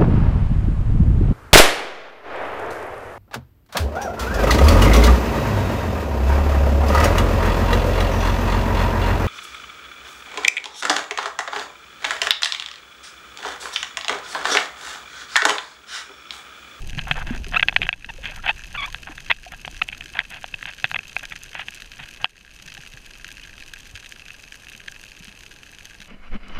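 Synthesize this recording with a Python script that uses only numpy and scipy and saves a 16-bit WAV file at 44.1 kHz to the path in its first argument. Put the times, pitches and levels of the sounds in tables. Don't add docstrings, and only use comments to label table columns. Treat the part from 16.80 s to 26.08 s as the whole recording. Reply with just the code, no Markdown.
import sys
import numpy as np
from scipy import signal
from scipy.fft import rfft, irfft
from scipy.io import wavfile
from scipy.ndimage import uniform_filter1d, minimum_filter1d

SR = 44100
rng = np.random.default_rng(int(sys.argv[2]) if len(sys.argv) > 2 else 0)


def write(x):
    x = np.atleast_2d(x).T
    wavfile.write(sys.argv[1], SR, np.round(np.clip(x, -1, 1) * 32767).astype(np.int16))


N = 409248
TIME = np.arange(N) / SR

# f/Hz, relative level/dB
SHELL_SPECTRUM = [(60, -21.5), (150, -9), (380, -26), (560, -10.5), (760, -1.5), (1200, -7.5), (1600, 2),
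                  (2200, -2.5), (3300, -0.5), (3900, -13), (4250, -16), (4700, -26), (6500, -40),
                  (15000, -49)]
# f/Hz, relative level/dB
SNAP_SPECTRUM = [(500, -43.5), (1200, -20), (1650, 0.5), (2000, -6), (2350, -2), (3200, -1), (3450, -7.5),
                 (4100, -6.5), (5500, -13), (6300, -5.5), (7100, -15.5), (9800, -22), (10600, -27.5),
                 (14500, -29.5)]
# t/s, relative level/dB
FLOW_LEVEL = [(0.0, -32), (0.65, -31.5), (0.95, -38.5), (1.01, -29), (1.08, -40), (2.77, -44.5),
              (2.87, -42.5), (3.69, -51.5), (5.32, -51.5), (7.18, -50.5), (7.21, -55.5), (9.28, -54.5)]


def grip_slips(grit=0.28, release=0.77, judder=0.045, settle_share=0.4, settle_s=0.0082, settle_db=-12.5):
    # t/s, level over 8 ms/dB, centre f/Hz, length/s
    slips = [(0.1905, -23.5, 2460, 0.0027), (0.3114, -14, 2200, 0.0044), (0.7442, -20.5, 1740, 0.0024),
             (.795, -17, 2230, 0.0033), (0.8266, -10.5, 2330, 0.0059), (0.8844, -10.5, 2280, 0.0022),
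             (0.9252, -31, 1910, 0.0032), (0.9621, -8.5, 2440, 0.0044), (1.0171, -18, 2480, 0.0025),
             (1.028, -21, 2460, 0.0077), (1.066, -29.5, 1880, 0.0035), (1.0903, -6, 2450, .002),
             (1.1277, -13.5, 2590, 0.0029), (1.2446, -27, 2510, 0.0029), (1.455, -25.5, 2430, 0.0028),
             (2.1452, -26, 2470, 0.0013), (2.38, -33, 2410, 0.0017), (2.4995, -16, 2060, 0.011),
             (2.5115, -8, 2404, 0.0053), (2.848, -29.5, 2290, 0.0034), (2.8779, -29.5, 2330, 0.0011),
             (3.0187, -19, 2290, 0.0056), (3.0875, -26, 2610, 0.0022), (3.1246, -29, 2445, 0.0092),
             (3.208, -30.5, 2400, 0.0028), (3.3694, -30, 1910, 0.0028), (3.3906, -11.5, 2270, .002),
             (3.642, -27.5, 1860, 0.0016), (3.74, -23.5, 2710, 0.0037), (3.8269, -28.5, 1850, 0.0021),
             (3.855, -28, 2140, 0.0034), (4.0423, -13.5, 2180, 0.0025), (4.1143, -25.5, 2060, 0.0014),
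             (4.144, -21, 1900, .002), (4.1573, -20, 2080, 0.0095), (4.1897, -24.5, 2410, .0024),
             (4.3652, -19, 2500, 0.0021), (4.52, -28.5, 1950, 0.0073), (4.752, -29, 2270, 0.0016),
             (4.7932, -28, 2030, .0044), (4.884, -28, 2100, 0.0011), (5.4439, -5, 1900, 0.0019)]
    out, t = np.zeros(N), np.arange(512) / SR
    for (s, db, hz, length), (chance, wait) in zip(slips, rng.random((len(slips), 2))):
        settling = [(s + settle_s * (.5 + wait), db + settle_db)] if chance < settle_share else []
        for at, level_db in [(s, db)] + settling:
            shake = grit * rng.standard_normal(len(t)) + judder * np.sin(2 * np.pi * hz * t)
            drive = shake * np.sin(np.pi * np.minimum(t / length, 1))
            drive[round(.0004 * SR)] += release
            add(out, at, burst(creak(drive, hz), level_db))
    return out


def grip_rubs(grains_per_s=2000, uneven_db=4):
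    # t/s, length/s, level/dB, centre f/Hz
    rubs = [(.172, 0.031, -35, 1960), (0.266, 0.04, -34.5, 1190), (0.344, 0.1, -33.5, 1400),
            (0.44, 0.15, -38.5, 1750), (0.716, 0.073, -28.5, 1720), (0.998, .07, -36, 2190),
            (1.419, 0.097, -35, 2300), (1.503, .1, -44.5, 1590), (1.628, .043, -35.5, 1730),
            (1.672, 0.03, -19, 2050), (1.938, 0.03, -34, 1760), (1.976, 0.12, -39.5, 1800),
            (2.257, 0.081, -39.5, 1540), (2.707, 0.038, -38.5, 1780), (3.336, 0.097, -34.5, 1630),
            (3.494, 0.11, -39.5, 1970), (3.867, 0.041, -35.5, 2050), (4.423, .03, -36, 1960),
            (4.73, 0.12, -37, 2030), (5.183, 0.075, -40, 2000), (5.393, 0.058, -44, 1740)]
    out = np.zeros(N)
    grains = rng.standard_normal(N) * (rng.random(N) < grains_per_s / SR)
    grains *= gain_of(uneven_db * wander(N, per_s=150))
    for start, length, db, hz in rubs:
        drive = grains[round(start * SR):round((start + length) * SR)]
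        sound = creak(drive * signal.windows.tukey(len(drive), .5), hz)
        add(out, start, burst(sound, db, len(drive)))
    return out


def grip_squeaks(jitter=0.041, clean_above_hz=1120, rough_per_octave=0.87):
    # t/s, length/s, level/dB, f/Hz, glide/octaves
    squeaks = [(.761, 0.015, -14, 1326, 0.21), (1.287, 0.021, -28.5, 905, -0.016),
               (1.661, 0.0082, -21, 756, -.04), (1.688, 0.027, -22.5, 879, 0.11),
               (1.944, 0.028, -34.5, 1420, 0.0033), (1.971, 0.042, -28, 1143, -0.052),
               (2.012, 0.0515, -28, 1147, 0.104), (2.497, 0.016, -23.5, 922, -0.28),
               (3.015, 0.0075, -16, 1277, 0.21), (6.623, 0.026, -46.5, 3310, .55)]
    out = np.zeros(N)
    for start, length, db, pitch, glide in squeaks:
        size = round(length * SR)
        hz = pitch * 2 ** (glide * np.linspace(-.5, .5, size))
        hz *= 1 + jitter * wander(size, per_s=403)
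        turns = np.cumsum(hz) / SR
        pulses = unit_rms(sum(np.cos(2 * np.pi * k * turns) for k in range(1, 9)))
        rough = np.clip(rough_per_octave * np.log2(clean_above_hz / pitch), .04, 1)
        drive = (1 - rough) * pulses + 2 * rough * rng.standard_normal(size)
        sound = through_housing(drive * signal.windows.tukey(size, .4), SHELL_SPECTRUM, tilt=-3)
        add(out, start, burst(sound, db, size))
    return out


def creak(drive, centre_hz, neutral_hz=2100, spot_gain=0.67, spot_width_hz=800):
    tilt = np.clip(17 * np.log2(centre_hz / neutral_hz), -8, 8)
    spot = signal.lfilter(*signal.iirpeak(centre_hz, centre_hz / spot_width_hz, fs=SR), drive)
    return through_housing(drive + spot_gain * spot, SHELL_SPECTRUM, tilt, from_hz=940, to_hz=2900)


def shrimp(pops_db=-2.5, ticks_db=-10, crackle_db=-6.5, far_db=-11):
    # t/s, level over 8 ms/dB, tilt/(dB per octave)
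    close_snaps = [(.0966, -36, 2), (.6445, -35.5, -5), (2.1263, -38, 2), (4.4539, -32.5, -0.5),
                   (4.5608, -33.5, -7), (4.6345, -38.5, 17), (5.021, -34.5, -3), (5.9768, -38, -3),
                   (6.4451, -32.5, -3), (6.5162, -37, 0.5), (6.9366, -33, 0.5), (7.1544, -35, -3),
                   (7.1608, -37.5, -1), (7.3224, -35.5, -2), (7.505, -35.5, -8), (7.7226, -36, -4.5),
                   (7.885, -41, 2), (8.082, -29.5, -11), (9.0543, -38, 4)]
    # t/s, gain/dB
    bed_gain = [(0, -44), (2.5, -44), (4.5, -44), (6.3, -45.5), (7.4, -45), (9.28, -46.5)]
    pops = gain_of(pops_db) * colony(per_s=55, spread_db=4, top_db=9, tilts=(-8, 0))
    ticks = gain_of(ticks_db) * colony(per_s=55, spread_db=5, top_db=14, tilts=(1, 9), tilt_to_hz=12000)
    crackle = gain_of(crackle_db) * colony(per_s=600, spread_db=5, top_db=23.5, tilts=(-3, 6))
    far = gain_of(far_db) * unit_rms(through_housing(rng.standard_normal(N), SNAP_SPECTRUM)[:N])
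    out = gain_of(level_at(TIME, bed_gain)) * (pops + ticks + crackle + far)
    for s, db, tilt in close_snaps:
        add(out, s, burst(through_housing(snap(), SNAP_SPECTRUM, tilt), db))
    return out


def colony(per_s, spread_db, top_db, tilts, tilt_to_hz=7000, patches=24):
    strength = gain_of(np.minimum(spread_db * rng.exponential(1, N), top_db))
    snapping = rng.random(N) < per_s / SR
    voices = [unit_rms(through_housing(snap(), SNAP_SPECTRUM, tilt, to_hz=tilt_to_hz))
              for tilt in np.linspace(*tilts, patches)]
    patch, out = rng.integers(0, patches, N), np.zeros(N)
    for i in np.flatnonzero(snapping):
        add(out, i / SR, strength[i] * voices[patch[i]])
    return unit_rms(out)


def snap(scatter=0.27, fade_s=0.0018):
    t = np.arange(700) / SR
    drive = scatter * rng.standard_normal(len(t)) * np.exp(-t / fade_s)
    drive[0] += 1
    return drive


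def water(handling, rumble_db=2, gurgle_db=-51, usual_flow_db=-38, push_db=-39.5, wash_db=-54):
    # f/Hz, relative level/dB
    rumble_spectrum = [(8, -3.5), (22, 4.5), (45, -1.5), (75, -11), (130, -16.5), (300, -45), (900, -83)]
    gurgle_spectrum = [(50, -7), (110, 2.5), (160, 2), (250, -10), (400, -16), (800, -14), (2000, -46)]
    wash_spectrum = [(100, 11.5), (450, 2.5), (800, 0.5), (1250, -0.5), (3000, -9), (6000, -24),
                     (10000, -13), (15000, -29)]
    flow_db = level_at(TIME, FLOW_LEVEL)
    rumble = noise(rumble_spectrum) * gain_of(flow_db + rumble_db)
    churn = unit_rms(noise(gurgle_spectrum) * gain_of(3 * wander(N, per_s=25)))
    handling_rms = np.sqrt(abs(uniform_filter1d(handling ** 2, round(.027 * SR))))
    hand_stir = gain_of(push_db) * handling_rms ** .38
    flow_stir = gain_of(gurgle_db + 1.35 * (flow_db - usual_flow_db))
    return rumble + churn * np.hypot(flow_stir, hand_stir) + gain_of(wash_db) * noise(wash_spectrum)


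def bubbles(rise=0.2, onset_s=0.001):
    # t/s, level/dB, starting f/Hz
    large_bubbles = [(.174, -17, 139), (.31, -16.5, 144), (.37, -30, 490), (0.507, -14.5, 229),
                     (1.049, -27, 144), (1.385, -33.5, 515), (1.495, -34.5, 590), (1.592, -31.5, 1330),
                     (2.078, -28.5, 985), (2.295, -31, 292), (2.664, -27.5, 700), (5.205, -35, 142),
                     (5.858, -39, 152), (5.975, -39, 774), (5.989, -36, 135), (6.14, -36, 119),
                     (7.139, -30.5, 84.5), (7.945, -41.5, 203), (8.405, -35, 168), (8.48, -37, 188),
                     (9.199, -39, 185)]
    out, t = np.zeros(N), np.arange(SR // 4) / SR
    for s, db, hz in large_bubbles + small_bubbles():
        t60 = .069 * (200 / hz) ** .15
        turns = np.cumsum(hz * (1 + rise * t / t60)) / SR
        envelope = gain_of(db - 60 * t / t60) * (1 - np.exp(-t / onset_s))
        add(out, s, envelope * np.sin(2 * np.pi * turns))
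    return out


def small_bubbles(per_s=24, low_hz=139.4, high_hz=449, usual_db=-42.5, usual_flow_db=-38, spread_db=6.5):
    when, strength, pitch = rng.random((round(per_s * N / SR), 3)).T
    s = when * N / SR
    flow_lift_db = .83 * (level_at(s, FLOW_LEVEL) - usual_flow_db)
    db = usual_db + flow_lift_db + spread_db * (2 * strength - 1)
    return list(zip(s, db, low_hz * (high_hz / low_hz) ** pitch))


def electronics_whine():
    # f/Hz, rms level/dB
    tones = [(5846, -77), (8781, -76), (11688, -80), (11718, -78), (14626, -89)]
    return sum(np.sqrt(2) * gain_of(db) * np.sin(2 * np.pi * hz * TIME) for hz, db in tones)


def through_housing(drive, spectrum, tilt=0, from_hz=1400, to_hz=8000, size=2048):
    # f/Hz, width/Hz, lift/dB
    modes = [(726, 40, 3), (1617, 33, 3.5), (2604, 217, 8.5), (4930, 130, 5.5), (11730, 730, 6)]
    hz = np.fft.rfftfreq(size, 1 / SR)
    db = spectrum_at(hz, spectrum)
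    db += sum(lift / (1 + (2 * (hz - f) / width) ** 2) for f, width, lift in modes)
    db += tilt * np.log2(np.clip(hz, from_hz, to_hz) / 2000)
    log_gain = np.log(gain_of(np.r_[db, db[-2:0:-1]]))
    ring = np.fft.ifft(np.exp(np.conj(signal.hilbert(log_gain)))).real
    return signal.fftconvolve(drive, ring[:size // 2])


def gain_of(db):
    return 10 ** (np.asarray(db) / 20)


def unit_rms(x):
    return x / np.sqrt(np.mean(x ** 2) + 1e-20)


def burst(sound, db, size=.008 * SR):
    return gain_of(db) * sound * np.sqrt(size / np.sum(sound ** 2))


def level_at(s, curve):
    return np.interp(s, *np.transpose(curve))


def spectrum_at(hz, spectrum):
    f, db = np.transpose(spectrum)
    return np.interp(np.log(hz + 1), np.log(f + 1), db)


def add(mix, s, sound):
    part = mix[max(round(s * SR), 0):][:len(sound)]
    part += sound[:len(part)]


def noise(spectrum):
    gain = gain_of(spectrum_at(np.fft.rfftfreq(N, 1 / SR), spectrum))
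    return unit_rms(irfft(rfft(rng.standard_normal(N)) * gain, N))


def wander(size, per_s):
    knots = rng.standard_normal(4096)
    return np.interp(np.arange(size) * per_s / SR, np.arange(len(knots)), knots)


def scene():
    reef = shrimp()
    handling = grip_rubs() + grip_squeaks() + grip_slips()
    return (handling + reef + water(handling) + bubbles() + electronics_whine())[None]


def record(dry, ceiling_db=-0.8, recovery_db_per_s=28, band_edge_hz=15300):
    over_db = np.maximum(20 * np.log10(abs(dry[0]) + 1e-9) - ceiling_db, 0)
    recovery_db = TIME * recovery_db_per_s
    duck_db = np.maximum.accumulate(over_db + recovery_db) - recovery_db
    gain_db = uniform_filter1d(minimum_filter1d(-duck_db, size=45), size=45)
    limited = dry * gain_of(gain_db)
    lowpass = signal.firwin(127, band_edge_hz, window=("kaiser", 8), fs=SR)
    return signal.oaconvolve(limited, lowpass[None], "same")


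dry = scene()
out = record(dry)
write(out)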